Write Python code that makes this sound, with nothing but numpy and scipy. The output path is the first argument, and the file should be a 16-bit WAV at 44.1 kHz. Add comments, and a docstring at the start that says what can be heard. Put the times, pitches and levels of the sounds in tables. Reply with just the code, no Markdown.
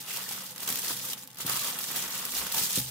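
"""Unfolding tissue paper

Two hands unfold thin tissue on a wooden table, close under a stereo pair of microphones.
Creases buckle as trains of coloured noise grains, with single snaps, popping folds and tinted rustle.
The sheet scrapes dully over paper and wood; damped modes make the table top hum and ring when knocked.
Air puffs low from the sheet; a short nearby room and a quiet noise floor lie behind it all."""
import sys
import numpy as np
from scipy import signal
from scipy.fft import rfft, irfft, next_fast_len
from scipy.io import wavfile
from scipy.ndimage import uniform_filter1d

SR = 44100
rng = np.random.default_rng(int(sys.argv[2]) if len(sys.argv) > 2 else 0)


def voltage_ratio(level):
    """Linear amplitude factor for a level in decibels (scalar or array-like)."""
    return 10 ** (np.asarray(level, float) / 20)


def generate_wav(sig):
    """Save sig (samples, or channels by samples) to the path in sys.argv[1] as 16-bit PCM at SR."""
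    pcm = np.round(np.clip(np.atleast_2d(sig).T, -1, 1) * 32767).astype(np.int16)
    wavfile.write(sys.argv[1], SR, pcm)


N = 127890  # samples, 2.9 s

# Levels are those of each dry source, ahead of the low cut and the lean to one side.
# Crackle of buckling creases: time_s, level_db
CRACKLE = [(0.0, -36.5), (0.05, -45), (0.08, -39), (0.18, -35), (0.18, -38), (0.28, -41.5), (0.29, -36.5),
           (0.52, -43.5), (0.545, -53), (0.61, -39.5), (0.67, -38.5), (0.68, -35), (0.81, -36), (0.9, -31),
           (0.98, -38), (1.11, -34.5), (1.14, -41), (1.15, -60), (1.19, -38), (1.2, -47), (1.245, -50.5),
           (1.262, -61), (1.3, -53), (1.35, -62.5), (1.41, -34), (1.45, -43.5), (1.47, -33), (1.57, -29.5),
           (1.58, -32.5), (1.67, -31), (1.77, -39), (1.85, -34), (1.86, -36), (1.94, -36.5), (1.96, -31.5),
           (2.06, -36), (2.18, -35), (2.24, -38.5), (2.25, -39.5), (2.27, -39), (2.38, -29), (2.4, -33.5),
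           (2.51, -38), (2.52, -34), (2.59, -26.5), (2.61, -30), (2.66, -28.5), (2.67, -33), (2.75, -29.5),
           (2.76, -28), (2.79, -27), (2.82, -37), (2.9, -37.5)]
# Duller scrape of paper on paper and wood: time_s, level_db
SCRAPE = [(0.0, -54), (0.17, -43), (0.28, -51), (0.29, -46.5), (0.44, -49), (0.55, -57.5), (0.58, -49),
          (0.67, -47.5), (0.68, -40.5), (0.81, -48), (0.9, -41), (0.95, -49.5), (1.11, -49.5),
          (1.22, -57.5), (1.36, -61.5), (1.41, -40.5), (1.43, -54), (1.49, -38.5), (1.57, -39),
          (1.58, -43.5), (1.65, -41), (1.88, -48), (1.91, -41.5), (1.94, -45.5), (1.95, -40), (2.08, -43),
          (2.16, -42.5), (2.3, -45), (2.4, -41), (2.5, -45), (2.58, -42), (2.65, -46.5), (2.76, -48.5),
          (2.78, -48.5), (2.83, -57), (2.9, -54)]
# Moving hands: time_s, table_hum_db, pushed_air_db
HANDS = [(0.0, -52.5, -82), (0.06, -57.5, -78), (0.44, -54.5, -86), (0.89, -52, -73), (1.36, -58, -85),
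         (1.46, -52, -58), (1.53, -46, -75), (1.61, -52.5, -68), (1.74, -51.5, -81), (2.06, -53.5, -65),
         (2.12, -55.5, -77), (2.45, -52, -55), (2.5, -58, -68), (2.58, -47.5, -55.5), (2.63, -46.5, -64),
         (2.74, -53, -78), (2.79, -47, -52), (2.9, -54.5, -69)]
# Creases snapping: start_s, level_db (before SNAP_TRIM_DB), brightest_hz, fall_s (time constant)
SNAPS = [(0.0744, -37, 2600, 0.0025), (0.108, -26, 5000, 0.0028), (0.16, -21, 13600, 0.0024),
         (0.171, -17.5, 5400, 0.0013), (0.2377, -25, 3370, 0.0019), (0.2886, -21.5, 9100, 0.0016),
         (0.309, -31, 12500, 0.002), (0.3232, -40, 14600, 0.0012), (0.5596, -26.5, 9680, 0.0017),
         (0.5797, -22.5, 5030, 0.001), (0.604, -19.5, 13500, 0.00096), (0.631, -18.5, 14500, 0.0012),
         (0.6742, -17, 7190, 0.0032), (0.687, -15.5, 13700, 0.0026), (0.7001, -16, 10100, 0.0025),
         (0.724, -15, 14500, 0.002), (0.744, -20, 14400, 0.00068), (0.7568, -12.5, 12300, 0.00089),
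         (0.7735, -18, 7000, 0.0005), (0.787, -18, 8000, 0.0012), (0.7907, -20, 9190, 0.0024),
         (0.819, -21, 9000, 0.00076), (0.8453, -19, 4800, 0.0012), (0.907, -28, 2860, 0.004),
         (1.131, -19, 3320, 0.0021), (1.176, -31, 4430, 0.0018), (1.2235, -32, 7000, 0.0012),
         (1.234, -26, 9000, 0.00076), (1.2398, -32, 8000, 0.00062), (1.2739, -29, 12300, 0.0014),
         (1.301, -37, 3030, 0.003), (1.313, -35, 8000, 0.0012), (1.329, -39, 6330, 0.0018),
         (1.344, -36, 10000, 0.002), (1.356, -35, 12600, 0.0017), (1.37, -32.5, 5500, 0.0022),
         (1.3841, -27, 12500, 0.0026), (1.4047, -27, 9050, 0.0018), (1.464, -16, 14400, 0.0021),
         (1.4946, -14, 12500, 0.0024), (1.5642, -21, 14800, 0.0014), (1.7871, -17.5, 13100, 0.002),
         (1.8398, -22, 4700, 0.0018), (1.9134, -22, 14600, 0.0022), (1.958, -18, 12900, 0.004),
         (2.0217, -20.5, 5860, 0.0027), (2.2508, -17, 12200, 0.0018), (2.3509, -20.5, 5080, 0.0014),
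         (2.3825, -21, 6130, 0.002), (2.4666, -19, 4780, 0.002), (2.522, -17, 14600, 0.0018),
         (2.5411, -18, 13000, 0.0041), (2.5813, -17, 2960, 0.0029), (2.5893, -17, 13600, 0.0036),
         (2.6249, -25, 6500, 0.0026), (2.7063, -21, 5000, 0.0018), (2.7612, -18.5, 9220, 0.0034)]
# Folds popping with a short note: start_s, level_db, centre_pitch_hz
POPS = [(0.105, -35, 2300), (0.262, -39, 1770), (.309, -38, 890), (.905, -37, 990), (1.041, -40.5, 1260),
        (1.131, -32.5, 3246), (2.14, -37, 1210), (2.579, -33, 3000)]
# Tinted rustle, noise focused around one pitch: start_s, length_s, level_db, pitch_hz
TINTS = [(0.054, 0.14, -45.5, 2810), (1.474, 0.13, -43, 1190), (1.59, 0.16, -50.5, 1140),
         (2.531, 0.075, -44, 820)]
# Knocks on the table: start_s, level_db (before the mode and thud trims), thud_pitch_hz
KNOCKS = [(0.004, -42.5, 152), (0.7, -33.5, 212), (0.902, -34.5, 287), (1.448, -29.5, 166),
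          (2.775, -23, 179.4)]
# Partials of the knock's thud: pitch_multiple (ratio), level_db (before THUD_DB)
THUD_PARTIALS = [(1, 5), (1.5, -4.5), (2, -8.5), (2.8, -4)]
# Modes of the table top: pitch_hz, knock_db (before KNOCK_MODES_DB), t60_s, hum_db (relative)
TABLE_MODES = [(127.1, -1.5, 1, -6.5), (149.9, -9, 0.32, -7), (187.2, -10, 0.3, -2.5),
               (215, -3.5, 0.093, -9), (259.3, 0.5, 0.14, -8), (338, -7.5, 0.091, -21),
               (503, -19, 0.068, -10), (847, -38, 0.1, -7)]
# Bright spectrum of the paper: frequency_hz, gain_db (relative)
PAPER_COLOUR = [(880, -10.5), (1500, -7.5), (2400, -5), (3300, 2), (7000, 3.5), (11200, 2.5), (14200, 5.5),
                (16500, -2)]
# Dull spectrum of the scrape on wood: frequency_hz, gain_db (relative)
WOOD_COLOUR = [(150, -22), (250, -2), (305, -11), (496, -6.5), (668, -9.5), (1190, -2.5), (2200, -5),
               (3500, -3.5), (4550, -17.5), (7700, -120)]
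# Spectrum of the quiet background: frequency_hz, gain_db (relative)
FLOOR_COLOUR = [(20, -28), (70, -44), (125, 5), (300, -9.5), (520, -15), (2300, -13), (6000, -10),
                (16000, -28)]
# Likeness of the two microphones: frequency_hz, correlation (0 to 1)
LIKENESS = [(30, 0.72), (120, 0.98), (250, 0.7), (500, 0.84), (1000, 0.86), (2000, 0.22), (4000, 0.012),
            (15000, 0.03)]

GRAIN_SPREAD_DB, CLUMP_DB = 2, 0.5
BUSY_DB, SPARSEST = -38, 0.12  # a gentler hand buckles fewer creases, down to this share
NEEDLE_DB = -11.5  # sharp ticks relative to the crackle
SNAP_TRIM_DB, SNAP_RISE_SHARE, SNAP_FOCUS_DB, SNAP_BODY_DB = -9, 0.84, 4.5, -15.5
TINT_FOCUS_DB = 24
POP_T60_S, POP_RISE_S, POP_SPREAD = 0.033, 0.0015, 0.12  # spread is a share of the pitch
KNOCK_MODES_DB, PUSH_S = -12.5, 0.0019
THUD_DB, THUD_T60_S = -7.5, 0.066
ROOM_DB, ROOM_T60_S = -8, 0.12
FLOOR_DB = -60.5
LOW_CUT_HZ, EDGE_HZ = 114.4, 15800
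LEAN_DB = -0.57  # left relative to right


def evened(x):
    """Scales to rms 1."""
    return x / np.sqrt(np.mean(x ** 2) + 1e-20)


def curve(table, column=1):
    """Gain over time from a dB column."""
    rows = np.array(table)
    return voltage_ratio(np.interp(np.arange(N) / SR, rows[:, 0], rows[:, column]))


def read(points, hz):
    """Reads a table on a log-frequency axis."""
    f, value = np.transpose(points)
    return np.interp(np.log(hz + 1), np.log(f + 1), value)


def add(mix, s, sound):
    """Mixes a sound in at s seconds."""
    part = mix[:, max(round(s * SR), 0):][:, :sound.shape[-1]]
    part += sound[..., :part.shape[1]]


def pair(size, colour, focus_hz=1000, focus_db=0):
    """Coloured noise at the two microphones, with one brighter region and their likeness."""
    hz = np.fft.rfftfreq(size, 1 / SR)
    left, other = rfft(rng.standard_normal((2, size)))
    same = np.clip(read(LIKENESS, hz), -1, 1)
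    right = same * left + np.sqrt(1 - same ** 2) * other
    focus = focus_db * np.exp(-(np.log((hz + 1) / focus_hz) / 0.27) ** 2)
    gain = voltage_ratio(read(colour, hz) + focus)
    return evened(irfft(gain * np.array([left, right]), size))


def burst(size, rise_s, fall_s):
    """Soft start, exponential fall, peak 1."""
    t = np.arange(size) / SR
    shape = (1 - np.exp(-t / rise_s)) ** 2 * np.exp(-t / fall_s)
    return shape / shape.max()


def grains(clump, colour, busy, per_s, lengths_s, lo_hz, hi_hz, count):
    """Many small bucklings: short coloured bursts, each kind on its own random train, in clumps."""
    height = voltage_ratio(GRAIN_SPREAD_DB * np.minimum(rng.exponential(1, N), 4))
    struck = rng.random(N) < busy * per_s / SR
    hit = clump / np.sqrt(busy) * height * struck  # sparser grains are stronger
    kind = rng.integers(0, count, N)
    out = np.zeros((2, N))
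    for k, hz in enumerate(np.geomspace(lo_hz, hi_hz, count)):
        fall = rng.uniform(*lengths_s)
        decay = burst(2048, fall / 3, fall) ** 2 / fall
        power = signal.oaconvolve((hit * (kind == k)) ** 2, decay)[:N]
        noise = pair(next_fast_len(N), colour, hz, 9.7)[:, :N]
        out += np.sqrt(abs(power)) * noise
    return evened(out)


def crackle(clump):
    """Creases buckle in dense bright grains, with sparse sharp ticks among them."""
    level = curve(CRACKLE)
    busy = np.clip(level / voltage_ratio(BUSY_DB), SPARSEST, 1)
    dense = grains(clump, PAPER_COLOUR, busy, 1500, (0.0015, 0.0049), 2020, 15000, count=10)
    needles = grains(clump, PAPER_COLOUR, 1, 110, (0.000065, 0.00072), 4070, 25000, count=3)
    return level * (dense + voltage_ratio(NEEDLE_DB) * needles)


def scrape(clump):
    """Paper catches on paper and wood in many duller grains."""
    return curve(SCRAPE) * grains(clump, WOOD_COLOUR, 0.97, 900, (0.0024, 0.0045), 341, 2820, count=6)


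def snaps():
    """Single creases let go in a bright noise burst with a little dull body."""
    out = np.zeros((2, N))
    for s, db, hz, fall_s in SNAPS:
        bright = pair(2048, PAPER_COLOUR, hz, SNAP_FOCUS_DB)
        body = voltage_ratio(SNAP_BODY_DB) * pair(2048, WOOD_COLOUR)
        shape = burst(2048, SNAP_RISE_SHARE * fall_s, fall_s)
        add(out, s, voltage_ratio(db + SNAP_TRIM_DB) * (bright + body) * shape)
    return out


def tinted_rustle():
    """Tinted rustle: noise focused around one pitch, swelling and fading."""
    out = np.zeros((2, N))
    for s, length, db, hz in TINTS:
        swell = signal.windows.tukey(round(length * SR), 0.5)
        noise = pair(8192, WOOD_COLOUR, hz, TINT_FOCUS_DB)[:, :len(swell)]
        add(out, s, voltage_ratio(db) * swell * evened(noise))
    return out


def pops():
    """Folds pop with a short note of three detuned sines, phased differently at each microphone."""
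    out = np.zeros((2, N))
    t = np.arange(4096) / SR
    shape = burst(4096, POP_RISE_S, POP_T60_S / np.log(1000))
    for s, db, hz in POPS:
        pop = np.zeros((2, 4096))
        for detune, *phases in rng.uniform(-0.98, 1, (3, 3)):
            pitch = hz * (1 + POP_SPREAD * detune)
            pop += np.sin(2 * np.pi * pitch * t + np.array(phases)[:, None]) / 2
        add(out, s, voltage_ratio(db) * shape * pop)
    return out


def paper():
    """Crackle and scrape share their clumps; the clearest snaps and pops stand out."""
    drift = uniform_filter1d(uniform_filter1d(rng.standard_normal(N), 500), 500)
    clump = voltage_ratio(CLUMP_DB * evened(drift))
    return crackle(clump) + scrape(clump) + snaps() + tinted_rustle() + pops()


def mode_rings():
    """Each mode of the table top as a decaying sine, one second long."""
    t = np.arange(SR) / SR
    return [voltage_ratio(-60 * t / t60) * np.sin(2 * np.pi * hz * t) for hz, _, t60, _ in TABLE_MODES]


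def table_hum(rings):
    """Moving hands keep the board humming: flat noise rings through its modes."""
    hum = sum(voltage_ratio(row[3]) * ring / np.linalg.norm(ring) for row, ring in zip(TABLE_MODES, rings))
    drive = pair(N + SR, [(20, 0), (20000, 0)])
    return curve(HANDS) * evened(signal.fftconvolve(drive, hum[None], "valid", axes=1)[:, :N])


def table_knocks(rings):
    """Each dull knock sets the modes ringing beside a short thud of sine partials."""
    out = np.zeros((2, N))
    t = np.arange(SR) / SR
    board = sum(voltage_ratio(row[1] + KNOCK_MODES_DB) * ring for row, ring in zip(TABLE_MODES, rings))
    thud_fall = voltage_ratio(THUD_DB - 60 * t / THUD_T60_S)
    for s, db, hz in KNOCKS:
        thud = thud_fall * sum(voltage_ratio(d) * np.sin(2 * np.pi * k * hz * t) for k, d in THUD_PARTIALS)
        push = np.minimum(t / PUSH_S, 1)
        add(out, s, -voltage_ratio(db) * push * (board + thud)[None])
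    return out


def table():
    """The board's modes hum under the moving hands and ring after each knock."""
    rings = mode_rings()
    return table_hum(rings) + table_knocks(rings)


def air():
    """Low puffs of air from the moving sheet, as deep noise."""
    deep = [(15, -20), (30, 0), (62, 18), (95, 8), (130, -40), (20000, -100)]  # Hz, dB
    return curve(HANDS, column=2) * pair(N, deep)


def room(x):
    """A short tail of nearby reflections: random-sign echoes with an exponential fall."""
    t = np.arange(8192) / SR
    echoes = rng.choice([-1., 1.], (2, 8192)) * (rng.random((2, 8192)) < 0.08)
    tail = echoes * voltage_ratio(-60 * t / ROOM_T60_S) * (t > 0.002)
    tail /= np.linalg.norm(tail, axis=1, keepdims=True)
    return voltage_ratio(ROOM_DB) * signal.fftconvolve(x, tail, axes=1)[:, :N]


def background():
    """Quiet steady noise behind the table."""
    return voltage_ratio(FLOOR_DB) * pair(N, FLOOR_COLOUR)


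def scene():
    """Paper in the room and the table radiate little deep bass; then air and background."""
    sheet = paper()
    cut = signal.butter(4, LOW_CUT_HZ, "high", fs=SR, output="sos")
    near = signal.sosfilt(cut, sheet + room(sheet) + table())
    return near + air() + background()


def band_limit(x):
    """A steep low-pass at the top of the band."""
    return signal.sosfilt(signal.butter(12, 16720, fs=SR, output="sos"), x)


def record(dry):
    """The microphone pair leans slightly to the right and the top of the band is cut."""
    edge = signal.firwin(511, EDGE_HZ, window=("kaiser", 9), fs=SR)
    leaned = dry * voltage_ratio(np.array([[LEAN_DB / 2], [-LEAN_DB / 2]]))
    mix = signal.oaconvolve(leaned, edge[None], "same", axes=1)
    return band_limit(mix)


dry = scene()
out = record(dry)
generate_wav(out)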